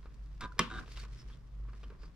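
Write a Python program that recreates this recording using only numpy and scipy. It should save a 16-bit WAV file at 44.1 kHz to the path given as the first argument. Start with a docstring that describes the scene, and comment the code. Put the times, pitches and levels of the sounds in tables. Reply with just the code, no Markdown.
"""First come a low hum and a few faint taps, as stiff power cables are pushed about in a steel computer case.
A plastic plug creaks as it sticks and slips in its socket, snaps home with a loud click that
rings the case, and creaks again. Then the cables rustle, squeak and tap on the panels.
It all happens close by in a small room, over the hum and a low rumble."""
import sys
import numpy as np
from scipy import signal
from scipy.fft import rfft, irfft, next_fast_len
from scipy.io import wavfile
from scipy.ndimage import map_coordinates

SR = 44100
rng = np.random.default_rng(int(sys.argv[2]) if len(sys.argv) > 2 else 0)


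def file_out(sig):
    """Save sig as 16-bit WAV at sys.argv[1]."""
    # one column per channel
    cols = np.atleast_2d(sig).T
    # limit, then scale
    lim = np.clip(cols, -1, 1)
    pcm = np.round(lim * 32767).astype(np.int16)
    wavfile.write(sys.argv[1], SR, pcm)


N = 94815
TIME = np.arange(N) / SR
AGE = np.arange(SR // 2) / SR  # seconds since a contact
SIDES = np.array([[.5], [-.5]])  # half to the left, the opposite half to the right


def amp(db):
    """Turns decibels into a gain."""
    return 10 ** (np.asarray(db) / 20)


def unit(x):
    """Scales a sound to an average (rms) level of 1."""
    return x / np.sqrt(np.mean(x ** 2) + 1e-20)


def along(points, hz):
    """Reads between (frequency, value) points on a log scale."""
    freqs, values = np.transpose(points)
    return np.interp(np.log(hz + 1), np.log(freqs + 1), values)


def curve(rows):
    """Joins (time, value) points with straight lines."""
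    return np.interp(TIME, *np.transpose(rows))


def wobble(rate):
    """A smooth curve through `rate` random values a second."""
    return map_coordinates(rng.standard_normal(N // 100), [TIME * rate], mode="wrap")


def filtered(x, response):
    """Multiplies each frequency in x by response(hz)."""
    n = x.shape[-1]
    padded = next_fast_len(n + SR // 10)
    return irfft(rfft(x, padded) * response(np.fft.rfftfreq(padded, 1 / SR)), padded)[..., :n]


def burst(spectrum, t60):
    """Shaped noise that fades by 60 dB in t60 seconds."""
    noise = filtered(rng.standard_normal(SR // 2), lambda hz: amp(along(spectrum, hz)))
    return unit(noise) * amp(-60 * AGE / t60)


def ring(modes, scatter_db=0, detune=0):
    """The fading tones of a struck object; every second one starts upside down."""
    out = np.zeros(len(AGE))
    for k, (hz, db, t60) in enumerate(modes):
        fade = amp(db + scatter_db * rng.normal() - 60 * AGE / t60)
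        pitch = hz * (1 + detune * rng.normal())
        out += (-1) ** k * fade * np.sin(2 * np.pi * pitch * AGE)
    return out


def rise(seconds):
    """The soft start of a contact."""
    return 1 - np.exp(-AGE / seconds)


def add(track, s, sound):
    """Mixes a sound into the track at time s."""
    part = track[round(s * SR):][:len(sound)]
    part += sound[:len(part)]


# how alike left and right are: (frequency [Hz], likeness [0 to 1])
LIKENESS = [(100, 0.78), (1000, 0.5), (3000, 0.35), (9000, 0.17)]
def spread(pair, spectrum):
    """Shapes two unrelated noises into a partly alike stereo pair."""
    def response(hz):
        angle = np.arccos(np.clip(along(LIKENESS, hz), -1, 1)) / 2
        return amp(along(spectrum, hz)) * [np.cos(angle), np.sin(angle)]
    mid, side = filtered(pair, response)
    return unit(np.array([mid + side, mid - side]))


# swells of the deep hum and the higher hum: (time [s], relative level [dB])
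DRONE_LEVEL = [(0.0, -47.5), (0.17, -54.5), (0.2, -44.5), (0.48, -49), (0.69, -52.5), (0.78, -41.5),
               (0.85, -55.5), (0.99, -43), (1.16, -46.5), (1.21, -71), (1.27, -42), (1.38, -58.5),
               (1.62, -40), (1.81, -50), (1.87, -42.5), (1.98, -62.5), (2.02, -44.5), (2.15, -63.5)]
HUM_LEVEL = [(0, -68), (0.45, -63), (1.1, -57.5), (1.5, -62), (1.7, -53), (1.93, -70)]
# tone of the rumble and the room's air: (frequency [Hz], relative level [dB])
RUMBLE_TONE = [(15, 13), (30, 25), (55, 15.5), (75, 18), (110, 1.5), (200, -41)]
AIR_TONE = [(100, -7), (150, 4.5), (280, -11.5), (800, -22.5), (1150, -21), (2200, -32), (5000, -34.5),
            (8000, -42.5), (14000, -50), (15000, -64.5)]
def background(drone_hz=49.2, hum_hz=120.6):
    """A deep hum that swells and fades, a wavering higher hum, rumble and air."""
    drone = amp(curve(DRONE_LEVEL) + 0.5) * np.sin(2 * np.pi * drone_hz * TIME + 0.24 * wobble(3.8))
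    hum_gain = amp(curve(HUM_LEVEL) + 1.5 * wobble(22))
    hum = hum_gain * np.sin(2 * np.pi * hum_hz * TIME + 0.3 * wobble(6.3))
    rumble = amp(-56) * spread(rng.standard_normal((2, N)), RUMBLE_TONE)
    air = amp(-62.5) * spread(rng.standard_normal((2, N)), AIR_TONE)
    return np.sqrt(2) * (drone + hum) + rumble + air


# how long the room echoes: (frequency [Hz], time to fade 60 dB [s])
ROOM_FADE = [(150, 0.69), (1200, 0.3), (4000, 0.15), (12000, 0.038)]
def room(x):
    """The small room adds a short echo whose treble dies first."""
    noise = spread(rng.standard_normal((2, SR // 2)), [(100, -2), (10000, 4.5)])
    hz, t, bands = signal.stft(noise, SR, nperseg=256)
    tail = signal.istft(bands * amp(-60 * t / along(ROOM_FADE, hz)[:, None]), SR, nperseg=256)[1]
    return signal.fftconvolve(x[None], tail / np.linalg.norm(tail[0]), axes=1)[:, :N]


# cable sleeves sliding, and the bundle dragging on the panels: (time [s], level [dB])
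SLIDE_LEVEL = [(0, -78.5), (0.66, -74), (0.80, -58), (0.845, -69.5), (0.92, -57), (0.95, -63),
               (0.99, -53.5), (1.05, -61), (1.07, -75), (1.12, -65), (1.205, -63.5), (1.25, -74.5),
               (1.335, -66), (1.38, -78), (1.70, -77.5), (1.80, -70.5), (1.98, -82.5), (2.02, -67.5),
               (2.06, -71.5), (2.09, -78)]
DRAG_LEVEL = [(0, -63.5), (0.39, -67), (0.44, -41), (0.49, -62.5), (0.66, -63), (0.76, -45.5),
              (0.83, -50.5), (0.87, -62), (0.94, -60), (1.02, -55), (1.08, -60), (1.33, -62.5),
              (1.52, -68.5), (1.67, -60), (1.78, -61.5), (1.88, -60.5), (1.94, -54.5), (1.975, -64),
              (2.04, -58), (2.15, -69)]
# the tone of each: (frequency [Hz], relative level [dB])
SLIDE_TONE = [(700, -28.5), (1500, 5.5), (3200, 2.5), (4200, 2), (5200, 2.5), (7000, -5.5), (10000, -12.5),
              (15000, -29)]
DRAG_TONE = [(90, 13.5), (190, 9), (400, 2.5), (660, -6), (820, -8.5), (1080, 0), (1550, -8.5),
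             (2100, -11.5), (4000, -25), (9000, -59)]
def rustle(catches_per_s=1000):
    """Rubbing cables make tiny catches of random size over a smooth hiss."""
    out = np.zeros((2, N))
    for level, tone in [(SLIDE_LEVEL, SLIDE_TONE), (DRAG_LEVEL, DRAG_TONE)]:
        caught = rng.random((2, N)) < catches_per_s / SR
        catches = caught * amp(4.5 * rng.standard_normal((2, N))) * rng.choice([-1, 1], (2, N))
        gain = amp(curve(level) + 1.6 * wobble(90))
        out += gain * spread(unit(catches) + 0.6 * rng.standard_normal((2, N)), tone)
    return out


# the side panel bending: (time [s], pitch [Hz], level [dB])
PANEL_FLEXES = [(0.269, 148, -50.5), (0.41, 174, -49.5)]
def flexes():
    """The panel gives way under the hand with a soft, low boom."""
    out = np.zeros(N)
    for s, hz, db in PANEL_FLEXES:
        add(out, s, ring([(hz, db, .28)]) * rise(seconds=.012))
    return out


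# cables flicking each other: (time [s], level [dB])
CABLE_FLICKS = [(0.1431, -62.5), (0.2593, -67), (0.3476, -67), (0.409, -46), (0.522, -63), (0.921, -56),
                (0.936, -63), (0.9975, -52), (1.372, -68)]
# a flick's tone: (frequency [Hz], relative level [dB])
FLICK_TONE = [(1500, -21.5), (5000, -1.5), (7000, -10), (9500, -11), (15000, -28)]
def flicks():
    """Thin, dry ticks of plastic on plastic."""
    out = np.zeros(N)
    for s, db in CABLE_FLICKS:
        add(out, s, amp(db) * burst(FLICK_TONE, t60=0.023))
    return out


# cable sleeves squeaking: (middle time [s], half length [s], pitch [Hz], level [dB])
CABLE_SQUEAKS = [(0.925, 0.018, 4580, -62), (1.002, 0.011, 4430, -57), (1.203, 0.026, 5320, -64),
                 (1.33, 0.019, 3300, -66), (1.847, 0.01, 3120, -67.5), (2.037, .035, 4780, -69.5)]
def squeaks():
    """Thin, breathy squeaks that swell and fade with each rub."""
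    out = np.zeros(N)
    width = 0.062  # share of the pitch
    for s, half, pitch, db in CABLE_SQUEAKS:
        band = filtered(rng.standard_normal(N), lambda hz: 1 / (1 + ((hz / pitch - 1) / width) ** 2))
        out += amp(db) * np.exp(-((TIME - s) / half) ** 2) * unit(band)
    return out


# short rubbery chirps: (time [s], pitch [Hz], level [dB])
SLEEVE_CHIRPS = [(0.5225, 1420, -44), (0.7903, 1556, -34.5)]
def chirps(half_length_s=.0019):
    """A sleeve squeaks for just a few vibrations."""
    out = np.zeros(N)
    for s, hz, db in SLEEVE_CHIRPS:
        t = TIME - s
        out += amp(db) * np.exp(-(t / half_length_s) ** 2) * np.sin(2 * np.pi * hz * t)
    return out


# the steel case's own tones: (pitch [Hz], relative level [dB])
CASE_MODES = [(121, -16), (171, -15), (229, -20), (365, -16), (425, -24), (495, -21), (650, -24),
              (921, -23), (1128, -20), (1254, -25), (1530, -21), (1960, -31), (2406, -25), (2686, -24),
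              (2792, -22), (2843, -26), (3123, -24), (3618, -26)]
def case_ring(scatter_db=0):
    """The struck case rings, its low tones longest."""
    return ring([(hz, db, 0.14 * (1000 / hz) ** 0.15) for hz, db in CASE_MODES], scatter_db)


# cables hitting the case: (time [s], level [dB], relative tick level [dB], relative thud level [dB])
CABLE_TAPS = [(0.028, -62, -5.5, -20), (0.056, -56.5, -5.5, 2.5), (0.4076, -50.5, 4, -7),
              (0.569, -63.5, -18, 9), (0.582, -51, 2.5, 3), (0.8592, -71, 14, 11), (0.877, -57.5, 0, 6),
              (0.96, -62, 12.5, -2), (0.9715, -48.5, 4, -22), (1.035, -53, 0, -12), (1.048, -57.5, 0, -5),
              (1.299, -58.5, -3, -12), (1.686, -57.5, -15, -1.5), (1.732, -58, -5, -28),
              (1.8317, -58, 3.5, 3), (1.838, -64, 8.5, 12), (1.901, -56, -5, 8.5), (1.921, -68.5, -7, 15),
              (2.0317, -55, -11, 0)]
# tone of each part of a tap: (frequency [Hz], relative level [dB])
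KNOCK_TONE = [(500, -21), (1050, 10), (1550, 7.5), (1950, -4), (2400, 0.5), (3500, -30.5), (7000, -26.5),
              (15000, -77)]
TICK_TONE = [(1200, -2.5), (2800, 10), (5000, 4), (7000, -10), (10000, -24.5), (15000, -21.5)]
THUD_TONE = [(80, -23.5), (200, -17), (420, 13.5), (700, -6.5), (1200, -40)]
def taps():
    """Each light tap is a knock that rings the case, a tick and a thud of the panel."""
    out = np.zeros(N)
    for s, db, tick_db, thud_db in CABLE_TAPS:
        knock = burst(KNOCK_TONE, t60=0.089) + amp(-4) * case_ring(scatter_db=3.5)
        tick = amp(tick_db) * burst(TICK_TONE, t60=0.0336)
        thud = amp(thud_db) * burst(THUD_TONE, t60=0.031)
        add(out, s, amp(db) * (knock + tick + thud) * rise(seconds=0.0004))
    return out


# the plug's two creaks, one list each: (time [s], slip rate [1/s], level [dB])
PLUG_CREAKS = [
    [(0.4085, 143, -32.5), (0.428, 186, -36), (0.442, 111, -32.5), (0.456, 140, -38.5), (0.464, 240, -60)],
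    [(0.7003, 101, -35.5), (0.728, 113, -38), (0.745, 120, -36), (0.768, 150, -39), (0.785, 171, -35),
     (0.801, 233, -53.5)],
]
# the plug's tones; it rubs at another spot once it is home:
# (pitch [Hz], relative level in creak 1 [dB], in creak 2 [dB], time to fade 60 dB [s])
PLUG_MODES = [(335, -19, -15, 0.037), (746, -38, -24, .17), (1002, -11.5, -19, 0.14), (1190, -8, -7, .028),
              (1465, -10, -4.5, 0.035), (1615, -11, -10, 0.036)]
# a slip's scrape: (frequency [Hz], relative level [dB])
SCRAPE_TONE = [(200, -2), (700, -12), (1500, 12.5), (4000, 2.5), (7500, -5), (12000, -23), (16000, -45)]
def creaks(tick_hz=3730, ring_lag_s=.0018):
    """Plastic sticks and slips at an uneven rate; every slip ticks, then rings the plug."""
    out = np.zeros(N)
    for k, rows in enumerate(PLUG_CREAKS):
        times, rate, level = np.transpose(rows)
        modes = [(hz, levels[k], t60) for hz, *levels, t60 in PLUG_MODES]
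        s = times[0]
        for jitter, scatter_db in rng.standard_normal(size=(22, 2)):
            gain = amp(np.interp(s, times, level) + scatter_db) * (s < times[-1]) * rise(seconds=.0006)
            tick = ring([(tick_hz, -3, .009)], detune=.015)
            scrape = amp(-12.5) * burst(SCRAPE_TONE, t60=.028)
            add(out, s, gain * (tick + scrape))
            add(out, s + ring_lag_s, gain * ring(modes, scatter_db=3, detune=0.003))
            s += np.exp(.03 * jitter) / np.interp(s, times, rate)
    return out


# tone of the rattling panels: (frequency [Hz], relative level [dB])
SHUDDER_TONE = [(100, -21.5), (200, 11), (480, -13.5), (760, -26), (980, -0.5), (1850, -9.5), (3060, -5),
                (5200, -18), (15000, -45.5)]
def shudder(start_s, t60=0.26, rise_s=0.0013):
    """After the snap the wide steel panels rattle on for a moment."""
    t = np.maximum(TIME - start_s, 0)
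    fade = amp(-32.5 - 60 * t / t60 + 3 * SIDES)  # the loose panel lies to the left
    return fade * (1 - np.exp(-t / rise_s)) * spread(rng.standard_normal((2, N)), SHUDDER_TONE)


# the snap's two hits: (time [s], level [dB], relative crack level [dB])
SNAP_HITS = [(0.5922, -18, -2.5), (0.5938, -18, -5)]
# the latch's hard click and the plug's dead knock in its socket:
# (pitch [Hz], relative level [dB], time to fade 60 dB [s])
LATCH_MODES = [(1750, -5.5, .038), (2400, -6, 0.042), (3130, -10, .025), (4140, -11.5, .02),
               (5150, -9, .014), (6860, -18, .022)]
SOCKET_MODES = [(1120, 1, .026), (1520, -6, .024), (2085, -11, .035), (3500, -12, .025)]
# each hit's sharp crack: (frequency [Hz], relative level [dB])
CRACK_TONE = [(200, -2), (750, -14), (1400, -3), (2000, -14), (2900, 0), (5500, -1), (7500, -11),
              (10000, -12), (15500, -42)]
def snap():
    """The latch snaps over and the plug hits home, ringing the case."""
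    out = np.zeros(N)
    for (s, db, crack_db), modes in zip(SNAP_HITS, [LATCH_MODES, SOCKET_MODES]):
        add(out, s, amp(db) * (ring(modes) + amp(crack_db) * burst(CRACK_TONE, t60=.015)))
    out = signal.lfilter(*signal.iirnotch(707, Q=3.6, fs=SR), out)  # the case hardly sounds at 707 Hz
    home_s, home_db, _ = SNAP_HITS[-1]
    add(out, home_s, amp(home_db) * case_ring())
    return out


# balance of the close sounds: (frequency [Hz], left minus right [dB])
BALANCE = [(300, -3), (1500, -0.2), (2800, 2.5), (5000, -1.8), (9000, 0.5), (13000, -11.5)]
def place(x, left_lag_s=4e-5):
    """The handling is slightly to the right, so it reaches the left side a little later."""
    def response(hz):
        delay = np.exp(-2j * np.pi * hz * SIDES * left_lag_s)
        return amp(SIDES * along(BALANCE, hz)) * delay
    return filtered(x, response)


def scene():
    """Mixes the close sounds, the echo of the contacts and the background."""
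    contacts = snap() + creaks() + chirps() + squeaks() + taps() + flicks() + flexes()
    near = contacts + shudder(start_s=SNAP_HITS[-1][0]) + rustle()
    return place(near) + amp(-14.5) * room(contacts) + background()


def record(dry):
    """Cuts the very highest treble, above 15800 Hz."""
    return signal.sosfiltfilt(signal.butter(20, 15800, fs=SR, output="sos"), dry)


dry = scene()
out = record(dry)
file_out(out)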